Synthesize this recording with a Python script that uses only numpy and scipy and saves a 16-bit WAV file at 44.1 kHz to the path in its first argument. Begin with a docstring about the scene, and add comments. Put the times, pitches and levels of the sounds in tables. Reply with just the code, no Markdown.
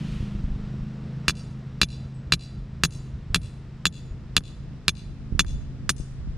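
"""Hammering a steel bar into a lawn

A small sledgehammer strikes a hand-held bar and bounces on its tip: steel cracks and rings briefly,
the soil thuds, a house and trees send echoes back. A distant mower hums, a bird chirps once and wind
rumbles on the microphone. The recorder ducks its treble after each blow and widens from mono to stereo."""
import sys
import numpy as np
from scipy import signal
from scipy.io import wavfile

SR = 44100
rng = np.random.default_rng(int(sys.argv[2]) if len(sys.argv) > 2 else 0)


def master_out(mix):
    """Clip the mix to full scale and print it as 16-bit PCM to the path in sys.argv[1]."""
    frames = np.transpose(np.atleast_2d(mix))
    ceiling = np.clip(frames, -1, 1)
    pcm = np.round(ceiling * 32767).astype(np.int16)
    wavfile.write(sys.argv[1], SR, pcm)


N = 281119
TIME_S = np.arange(N) / SR

# Head lands on the tip: (time [s], strength [dB], crack brightness [dB], ring tilt [dB/oct],
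# share in plane 1 [0-1], head ring [dB], thud [dB], low favoured pitch [Hz], high favoured pitch [Hz])
BLOWS = [(1.2813, -10, -6, -2, 0.53, -57, -19, 2690, 4900),
         (1.8152, -10, -2, -6.5, 0.41, -45, -19, 4100, 4830),
         (2.322, -10, -4, -4.5, 0.39, -53, -21, 4030, 4680),
         (2.8357, -9.5, -4, 0, 0.37, -42, -18, 2630, 6370),
         (3.3454, -11, -1, -3.5, 0.3, -44.5, -24.5, 2640, 8900),
         (3.8544, -10, -3.5, -6, 0.2, -52.5, -24, 3620, 6890),
         (4.3663, -10.5, 2.5, -9.5, 0.28, -53, -21.5, 3580, 6900),
         (4.8812, -11, 1.5, -9.5, 0.51, -52, -22, 4230, 4760),
         (5.3935, -9, -3.5, -4.5, 0.4, -50.5, -23.5, 3550, 6600),
         (5.893, -11, -5, 0.5, 0.65, -45, -27.5, 2810, 7400)]
# Head touches again: (time [s], crack [dB], ring [dB], thud [dB], low favoured pitch [Hz])
REBOUNDS = [(1.2954, -13.5, -17.5, -23, 2840), (1.3044, -22.5, -15, -41, 3530),
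            (1.8309, -17, -10.5, -20, 3460), (2.335, -19.5, -10.5, -22.5, 3900),
            (2.3415, -28.5, -19, -25.5, 4030), (2.8484, -19.5, -12.5, -23, 4700),
            (2.8547, -20, -21.5, -27.5, 4100), (3.3576, -19, -15.5, -21, 3420),
            (3.3622, -26, -21, -25.5, 3570), (3.8655, -24, -10, -25.5, 3670), (4.3761, -25, -13, -26, 3660),
            (4.3803, -22, -28.5, -24, 3440), (4.4068, -40, -50.5, -35.5, 2470),
            (4.8912, -22, -14.5, -25.5, 3480), (5.4043, -17, -13.5, -24, 2980),
            (5.447, -33, -43, -36, 3590), (5.9021, -21.5, -21, -22, 3430)]
def hammer():
    """Blows and rebounds excite bar, contact noise and soil; blows also ring the solid head."""
    blow_s, blow_db, bright_db, tilt_db, plane, head_db, thud_db, low_hz, high_hz = np.transpose(BLOWS)
    bounce_s, bounce_crack_db, bounce_ring_db, bounce_thud_db, bounce_hz = np.transpose(REBOUNDS)
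    touch_s = np.r_[blow_s, bounce_s]
    parent = np.searchsorted(blow_s, touch_s, side="right") - 1
    is_bounce = np.arange(len(touch_s)) >= len(blow_s)
    ring_db, crack_db = np.r_[blow_db, bounce_ring_db], np.r_[blow_db + 2, bounce_crack_db]
    # Rebounds crack duller but, glancing, ring the higher modes.
    bright_db = bright_db[parent] + 0.34 * is_bounce * (crack_db - blow_db[parent])
    tilt_db = tilt_db[parent] + 2 * is_bounce
    modes_db = bar_modes(ring_db, tilt_db, plane[parent], [np.r_[low_hz, bounce_hz], high_hz[parent]])
    since_s = np.abs(TIME_S - blow_s[np.maximum(np.searchsorted(blow_s, TIME_S) - 1, 0)])
    choke = np.exp(-(since_s / .03) ** 3)  # head and grip settle on the bar
    bar = choke * bar_ring(touch_s, modes_db, parent)
    contact = choke * rattle(touch_s, ring_db) + crack(touch_s, crack_db, bright_db, since_s)
    head = strike(hz=10000, t60_s=.2, levels_db=head_db, times_s=blow_s)
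    return radiate(bar), radiate(contact), head, soil_thud(touch_s, np.r_[thud_db, bounce_thud_db])


# Bending modes of the ribbed bar: (frequency [Hz])
MODE_HZ = [2390, 2685, 2955, 3460, 3560, 4030, 4185, 4685, 4845, 5370, 5535, 6300, 6880, 7095, 7700, 7940,
           8590, 8800, 9740, 10700, 11700, 12300, 13750, 14800]
# Same order: (level [dB], free t60 [s], plane of swing [0 or 1])
MODES = [(-5.5, 0.099, 1), (-1.5, 0.04, 0), (-6.5, 0.056, 1), (-9, 0.15, 0), (-7.5, 0.077, 1),
         (-3, 0.067, 0), (-8, 0.083, 1), (-4, 0.045, 0), (-8.5, 0.074, 1), (-14, 0.066, 0), (-10, 0.12, 1),
         (-6, 0.14, 1), (-12, 0.11, 0), (-8.5, 0.072, 1), (-13, 0.037, 0), (-14, 0.068, 1), (-20, .08, 0),
         (-12, 0.11, 1), (-18.5, 0.51, 1), (-22, 0.034, 1), (-24, 0.025, 1), (-21.5, 0.078, 0),
         (-19.5, .07, 1), (-32, .06, 1)]
def bar_modes(ring_db, tilt_db, plane, favoured_hz, favour_db=5.5, favour_oct=.16):
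    """Mode levels per contact, set by plane of swing, tilt and two favoured pitches."""
    levels_db = rng.normal(0, 1.5, (len(ring_db), len(MODES)))  # no two contacts hit the same spot
    for k, (hz, (db, _, mode_plane)) in enumerate(zip(MODE_HZ, MODES)):
        share = plane if mode_plane else 1 - plane
        colour_db = 20 * np.log10(share) + tilt_db * np.log2(hz / 5000)
        for centre_hz in favoured_hz:
            colour_db += favour_db * np.exp(-(np.log2(hz / centre_hz) / favour_oct) ** 2)
        levels_db[:, k] += ring_db - 1.5 + db + colour_db
    return levels_db


# Damping by hand and soil: (time [s], share of free t60 at 3560 Hz [0-1])
GRIP = [(1.2, 0.91), (3.4, 0.63), (3.85, 0.43), (4.9, 0.4), (5.4, 0.62), (5.9, 0.55)]
def bar_ring(touch_s, modes_db, parent, detune=.0027, stifle_db=-5.5, stifle_s=.0017, spread_s=.0007):
    """Each contact rings the bending modes; later touches of the same blow stifle them."""
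    t, out = np.arange(int(.09 * SR)) / SR, np.zeros(N + SR)
    pitches_hz = np.array(MODE_HZ) * (1 + detune * rng.standard_normal(modes_db.shape))  # grip, depth
    free_t60_s, sign = np.array(MODES)[:, 1:2], (-1) ** np.arange(len(MODES))
    for start_s, db, hz, blow in zip(touch_s, modes_db, pitches_hz[:, :, None], parent):
        held = np.interp(start_s, *np.transpose(GRIP)) ** (3560 / hz)  # high modes feel the grip less
        decay = amp(-60 * t / (free_t60_s * held))
        ring = (sign * amp(db)) @ (decay * np.sin(2 * np.pi * hz * t))
        for later_s in touch_s[(touch_s > start_s) & (parent == blow)]:
            ring *= amp(stifle_db * np.clip((t + start_s - later_s) / stifle_s, 0, 1))
        i = int(start_s * SR)
        out[i:i + len(t)] += ring * (1 - np.exp(-t / spread_s))  # waves take time to fill the bar
    return out[:N]


# Steel contact, dull and bright parts: (frequency [Hz], level [dB], t60 [s])
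CRACK_DULL = [(1300, 2, .007), (1650, 2, .006)]
CRACK_BRIGHT = [(3460, 5, .005), (4550, 5, .005), (6560, -3, 0.0048), (9585, -6, .006),
                (13500, -15.5, .003)]
def crack(touch_s, crack_db, bright_db, since_s, rise_s=63e-6):
    """Steel meets steel: resonances that die within milliseconds."""
    dull = sum(strike(hz, t60, crack_db + db, touch_s) for hz, db, t60 in CRACK_DULL)
    bright = sum(strike(hz, t60, crack_db + bright_db + db, touch_s) for hz, db, t60 in CRACK_BRIGHT)
    return (butter(dull, 5000, "low") + bright) * (1 - np.exp(-(since_s / rise_s) ** 2))


# Chatter spectrum: (frequency [Hz], relative density [dB])
RATTLE_SPECTRUM = [(600, -19), (1200, -6.5), (2000, -8.5), (3500, -1.5), (5000, -9.5), (7500, -8.5),
                   (10000, -17), (12500, -27), (15900, -36)]
def rattle(touch_s, ring_db, t60_s=.065):
    """The head chatters on the tip: a dying noise burst per contact."""
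    envelope = signal.lfilter([1], [1, -amp(-60 / (t60_s * SR))], impulses(touch_s, ring_db - 19))
    return envelope * band_noise(RATTLE_SPECTRUM, flicker_db=3, rate_hz=20)[0]


# Soil resonances: (frequency [Hz], level [dB], t60 [s])
SOIL_MODES = [(74.2, 4, 0.03), (167, 2, 0.065), (255, -10, 0.056), (354, -8.5, 0.038), (491, -12, 0.012),
              (765, -13.5, .012)]
def soil_thud(touch_s, thud_db):
    """Soft soil takes the blow and rounds the push."""
    thud = sum(strike(hz, t60, thud_db + db, touch_s) for hz, db, t60 in SOIL_MODES)
    return butter(thud, [35, 900])


def radiate(steel, lawn_delay_s=.0018, lawn_db=-18):
    """A thin bar radiates no bass, the contact is too long for the very top; the lawn reflects."""
    direct = butter(steel, [1405, 19000], order=3)
    return direct + amp(lawn_db) * np.roll(direct, int(lawn_delay_s * SR))


# House and garage faces: (delay [s], level [dB])
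WALL_ECHOES = [(0.0706, -28.5), (0.087, -26.5), (.098, -43), (.112, -29)]
def echoes(steel, trees_delay_s=.094, trees_db=-56.5, trees_t60_s=.51):
    """Walls reflect the treble; hedges and trees scatter it into a dying tail."""
    t = np.arange(SR // 2) / SR
    scatter = amp(trees_db - 60 * t / trees_t60_s) * rng.standard_normal((2, len(t)))
    response = np.pad(scatter, ((0, 0), (int(trees_delay_s * SR), 0)))
    for delay_s, db in WALL_ECHOES:
        response[:, int(delay_s * SR)] += amp(db)
    treble = butter(np.gradient(steel), [2200, 11000], order=3)  # siding scatters highs best
    return signal.fftconvolve(treble[None], response)[:, :N]


# Mower moving about: (time [s], level [dB], lift of order 6 [dB], of orders 7-8 [dB], of order 10 [dB])
MOWER_LEVELS = [(0, -36, 9, 6, 11), (.26, -37, 3, 4, 1), (.49, -41.5, 3, 9, 20), (.89, -38, 4, 3, -1.5),
                (2.3, -40.5, -2, -3, -2.5), (4.8, -45.5, 0, -1, 8), (5.35, -43, 0, 5, 15),
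                (5.6, -46, 0, -1, 18.5), (5.95, -42, -1, -3, 12.5), (6.37, -45, -4, -4, 2.5)]
# Engine speed: (time [s], firing rate [Hz])
FIRING_RATE = [(0, 26.7), (.26, 25.5), (.49, 25), (.89, 26.5), (1.3, 26.3), (4.4, 26.15), (5.2, 26.7),
               (6.37, 26.3)]
# Exhaust harmonics: (order [1], level [dB])
EXHAUST_ORDERS = [(1, -13.5), (2, -16), (3, -16), (4, -15.5), (5, 0.5), (6, -6), (7, -12), (8, -7.5),
                  (9, -15.5), (10, -25.5), (11, -27), (12, -30.5), (13, -33.5)]
def mower():
    """Orders of the firing rate, each wavering on its way through the air."""
    level_db, sixth_db, seventh_eighth_db, tenth_db = curves(MOWER_LEVELS)
    lift_db = {6: sixth_db, 7: seventh_eighth_db, 8: seventh_eighth_db, 10: tenth_db}
    phase = 2 * np.pi * np.cumsum(curves(FIRING_RATE)[0]) / SR
    hum = 0
    for order, db in EXHAUST_ORDERS:
        peak = np.sqrt(2) * amp(level_db + db + lift_db.get(order, 0) + 1.6 * drift(7.4))
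        hum += peak * np.sin(order * phase + rng.uniform(0, 2 * np.pi) + .082 * drift(4.6))
    return hum


# Wind on the ports: (time [s], level before tilt [dB])
WIND_LEVEL = [(0, -37), (.37, -23), (1.06, -55.5), (1.79, -43.5), (2.13, -51.5), (2.89, -41.5), (3.48, -39),
              (3.73, -42.5), (4.63, -45), (5.35, -37), (5.5, -25), (5.89, -44), (6.03, -33), (6.37, -24.5)]
# Rumble spectrum: (frequency [Hz], relative density [dB])
WIND_SPECTRUM = [(14, -11.5), (25, -4.5), (55, 2.5), (100, -4.5), (170, -14), (300, -33.5), (640, -39.5)]
def wind_rumble(breeze_db=-41):
    """Wind rumbles on the microphone ports, darker when stronger."""
    level_db, = curves(WIND_LEVEL)
    tilt_db_oct = 1.44 - .3262 * (level_db - breeze_db)
    return amp(level_db) * band_noise(WIND_SPECTRUM, flicker_db=2.5, rate_hz=10, tilt_db_oct=tilt_db_oct)


# Single gusts: (time [s], swing [dB], pitch [Hz], left minus right at full width [dB], edge [dB])
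GUSTS = [(0.204, -11, 94.2, 2, -42), (0.226, -15.5, 136, 0, -51), (0.349, -13, 78.1, -3, -41),
         (0.439, -11, 43.4, -2, -43), (0.5, -15.5, 26.9, -3, -46), (0.739, -17, 159, 0, -45),
         (0.8, -19, 26.9, 0, -56), (2.953, -23, 129, 7, -53), (3.3, -25.5, 40.4, -24, -58),
         (4.107, -18, 48.4, 2.5, -50), (5.322, -15.5, 80.7, -19, -28), (5.348, -15, 60, -20, -34),
         (5.5, -22, 59.2, -14, -65), (5.998, -21, 43.1, 11, -20), (6.271, -23, 132, -14, -58)]
def buffets(t60_cycles=2.46, edge_hz=150, edge_t60_s=.024):
    """Each gust pushes a port and lets it swing back a cycle or two."""
    out = 0
    for s, db, hz, pan_db, edge_db in GUSTS:
        push = strike(hz, t60_cycles / hz, db, [s]) + strike(edge_hz, edge_t60_s, edge_db, [s])
        out += push * amp([[pan_db / 2], [-pan_db / 2]])
    return butter(out, [15, 500])


# Outdoor hiss: (time [s], level [dB])
AIR_LEVEL = [(0, -44), (1.37, -47), (1.97, -50), (6.37, -51)]
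# Hiss spectrum: (frequency [Hz], relative density [dB])
AIR_SPECTRUM = [(88, -30.5), (150, -6.5), (212, -14.5), (238, -11), (441, -20.5), (545, -23.5), (900, -29),
                (1130, -27), (5300, -41), (8410, -56.5), (11900, -91), (15000, -91)]
def outdoor_air():
    """Distant, nearly steady hiss."""
    return amp(curves(AIR_LEVEL)[0]) * band_noise(AIR_SPECTRUM, flicker_db=.3, rate_hz=6)


# Rushing spectrum: (frequency [Hz], relative density [dB])
RUSH_SPECTRUM = [(590, -31), (1000, -8), (1210, -1), (1390, -4.5), (2190, -5), (3400, 4), (3680, -5),
                 (8910, -20), (15000, -55)]
def opening_rush(level_db=-52.5, hold_s=.22, fade_db_per_s=61.5):
    """A bright rushing holds, then fades."""
    envelope = amp(level_db - fade_db_per_s * np.maximum(TIME_S - hold_s, 0))
    return envelope * band_noise(RUSH_SPECTRUM, flicker_db=-.8, rate_hz=8.3)[0]


# Far bird: (start [s], length [s], start pitch [Hz], end pitch [Hz], level [dB])
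BIRD_CHIRP = (2.143, .12, 8150, 7750, -64)
def bird():
    """One thin falling chirp, loudest near its start, a little hoarse."""
    start_s, length_s, from_hz, to_hz, db = BIRD_CHIRP
    progress = np.clip((TIME_S - start_s) / length_s, 0, 1)
    envelope = np.sin(np.pi * progress ** .3) ** 2
    hz = from_hz + (to_hz - from_hz) * progress ** .5
    return amp(db + 3 * drift(60)) * envelope * np.sin(2 * np.pi * np.cumsum(hz) / SR)


def amp(db):
    """Decibels to gain."""
    return 10 ** (np.asarray(db) / 20)


def butter(x, hz, kind="band", order=2):
    """Maximally flat filter."""
    return signal.sosfilt(signal.butter(order, hz, kind, fs=SR, output="sos"), x)


def curves(rows):
    """Columns of a time table at every sample."""
    times_s, *columns = np.transpose(rows)
    return [np.interp(TIME_S, times_s, column) for column in columns]


def drift(rate_hz, hop=40):
    """Slow random wander, rms 1."""
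    pole = np.exp(-2 * np.pi * rate_hz * hop / SR)
    slow = signal.lfilter([1], [1, -2 * pole, pole ** 2], rng.standard_normal(N // hop + 2002))[2000:]
    return np.interp(np.arange(N) / hop, np.arange(len(slow)), slow / np.sqrt(np.mean(slow ** 2)))


def impulses(times_s, levels_db):
    """One-sample clicks."""
    clicks = np.full(N, 1e-18)
    clicks[(np.asarray(times_s) * SR).astype(int)] = amp(levels_db)
    return clicks


def strike(hz, t60_s, levels_db, times_s):
    """One damped mode, struck at each time."""
    r, w = amp(-60 / (t60_s * SR)), 2 * np.pi * hz / SR
    return signal.lfilter([0, np.sin(w)], [1, -2 * r * np.cos(w), r * r], impulses(times_s, levels_db))


def band_noise(spectrum, flicker_db, rate_hz, tilt_db_oct=0):
    """Two channels of flickering half-octave noise bands, rms 1 before the tilt."""
    hz, db = np.transpose(spectrum)
    edges_hz = hz[0] * 2 ** np.arange(0, np.log2(hz[-1] / hz[0]) + .01, .5)
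    white, common, bands = rng.standard_normal((2, 2, N)), drift(rate_hz / 2), []
    for k, (low, high) in enumerate(zip(edges_hz, edges_hz[1:])):
        level_db = np.interp(np.log(low * high) / 2, np.log(hz), db)
        gain = amp(level_db + flicker_db * (common + drift(rate_hz)))
        bands.append(gain * butter(white[k % 2], [low, high]))
    return sum(band * amp(tilt_db_oct * k / 2) for k, band in enumerate(bands)) / np.std(sum(bands))


def scene():
    """All sources mixed as mid and side, returned as left and right."""
    bar, contact, head, thud = hammer()
    steel = bar + contact
    wind, air, rush = wind_rumble(), outdoor_air(), opening_rush()
    echo = echoes(bar + amp(-8) * contact)  # the bar's flank faces the walls; contact noise spreads
    hum = mower()
    mid = steel + head + thud + echo[0] + hum + wind[0] + air[0] + rush + bird()
    side = amp(-10.5) * thud + amp(-.5) * echo[1] + amp(-24.5) * hum + amp(-6.5) * wind[1]
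    side += amp(-14) * air[1] + amp(6) * np.diff(air[1], prepend=0)
    side -= .105 * steel + np.gradient(steel + head)  # louder and earlier at the right port
    return np.array([mid + side, mid - side]) + buffets()


WIDEN_FROM_S, WIDEN_RAMP_S, CUTOFF_HZ = 2.1, 4.7, 16450
DUCK_SPLIT_HZ, DUCK_THRESHOLD_DB, DUCK_SLOPE, DUCK_MAX_DB = 330, -35.5, .2, 10
DUCK_ATTACK_S, DUCK_RELEASE_DB_PER_S = .014, 354
def record(dry):
    """The recorder fades in the side signal, ducks treble after peaks, clips and cuts the top."""
    width = np.clip((TIME_S - WIDEN_FROM_S) / WIDEN_RAMP_S, 0, 1)
    mid, side = (dry[0] + dry[1]) / 2, width * (dry[0] - dry[1]) / 2
    stereo = np.array([mid + side, mid - side])
    bass, treble = [butter(butter(stereo, DUCK_SPLIT_HZ, kind), DUCK_SPLIT_HZ, kind)
                    for kind in ("low", "high")]  # two passes: the bands sum flat
    peak_db = 20 * np.log10(np.abs(treble).max(axis=0) + 1e-9)
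    fall_db = DUCK_RELEASE_DB_PER_S * TIME_S
    held_db = np.maximum.accumulate(peak_db + fall_db) - fall_db
    duck_db = np.clip(DUCK_SLOPE * (held_db - DUCK_THRESHOLD_DB), 0, DUCK_MAX_DB)
    pole = np.exp(-1 / (DUCK_ATTACK_S * SR))
    duck_db = signal.lfilter([(1 - pole) ** 2], [1, -2 * pole, pole ** 2], duck_db)
    ducked = np.clip(bass + treble * amp(-duck_db), -1, 1)
    return signal.sosfilt(signal.cheby2(16, 100, CUTOFF_HZ, fs=SR, output="sos"), ducked)


dry = scene()
out = record(dry)
master_out(out)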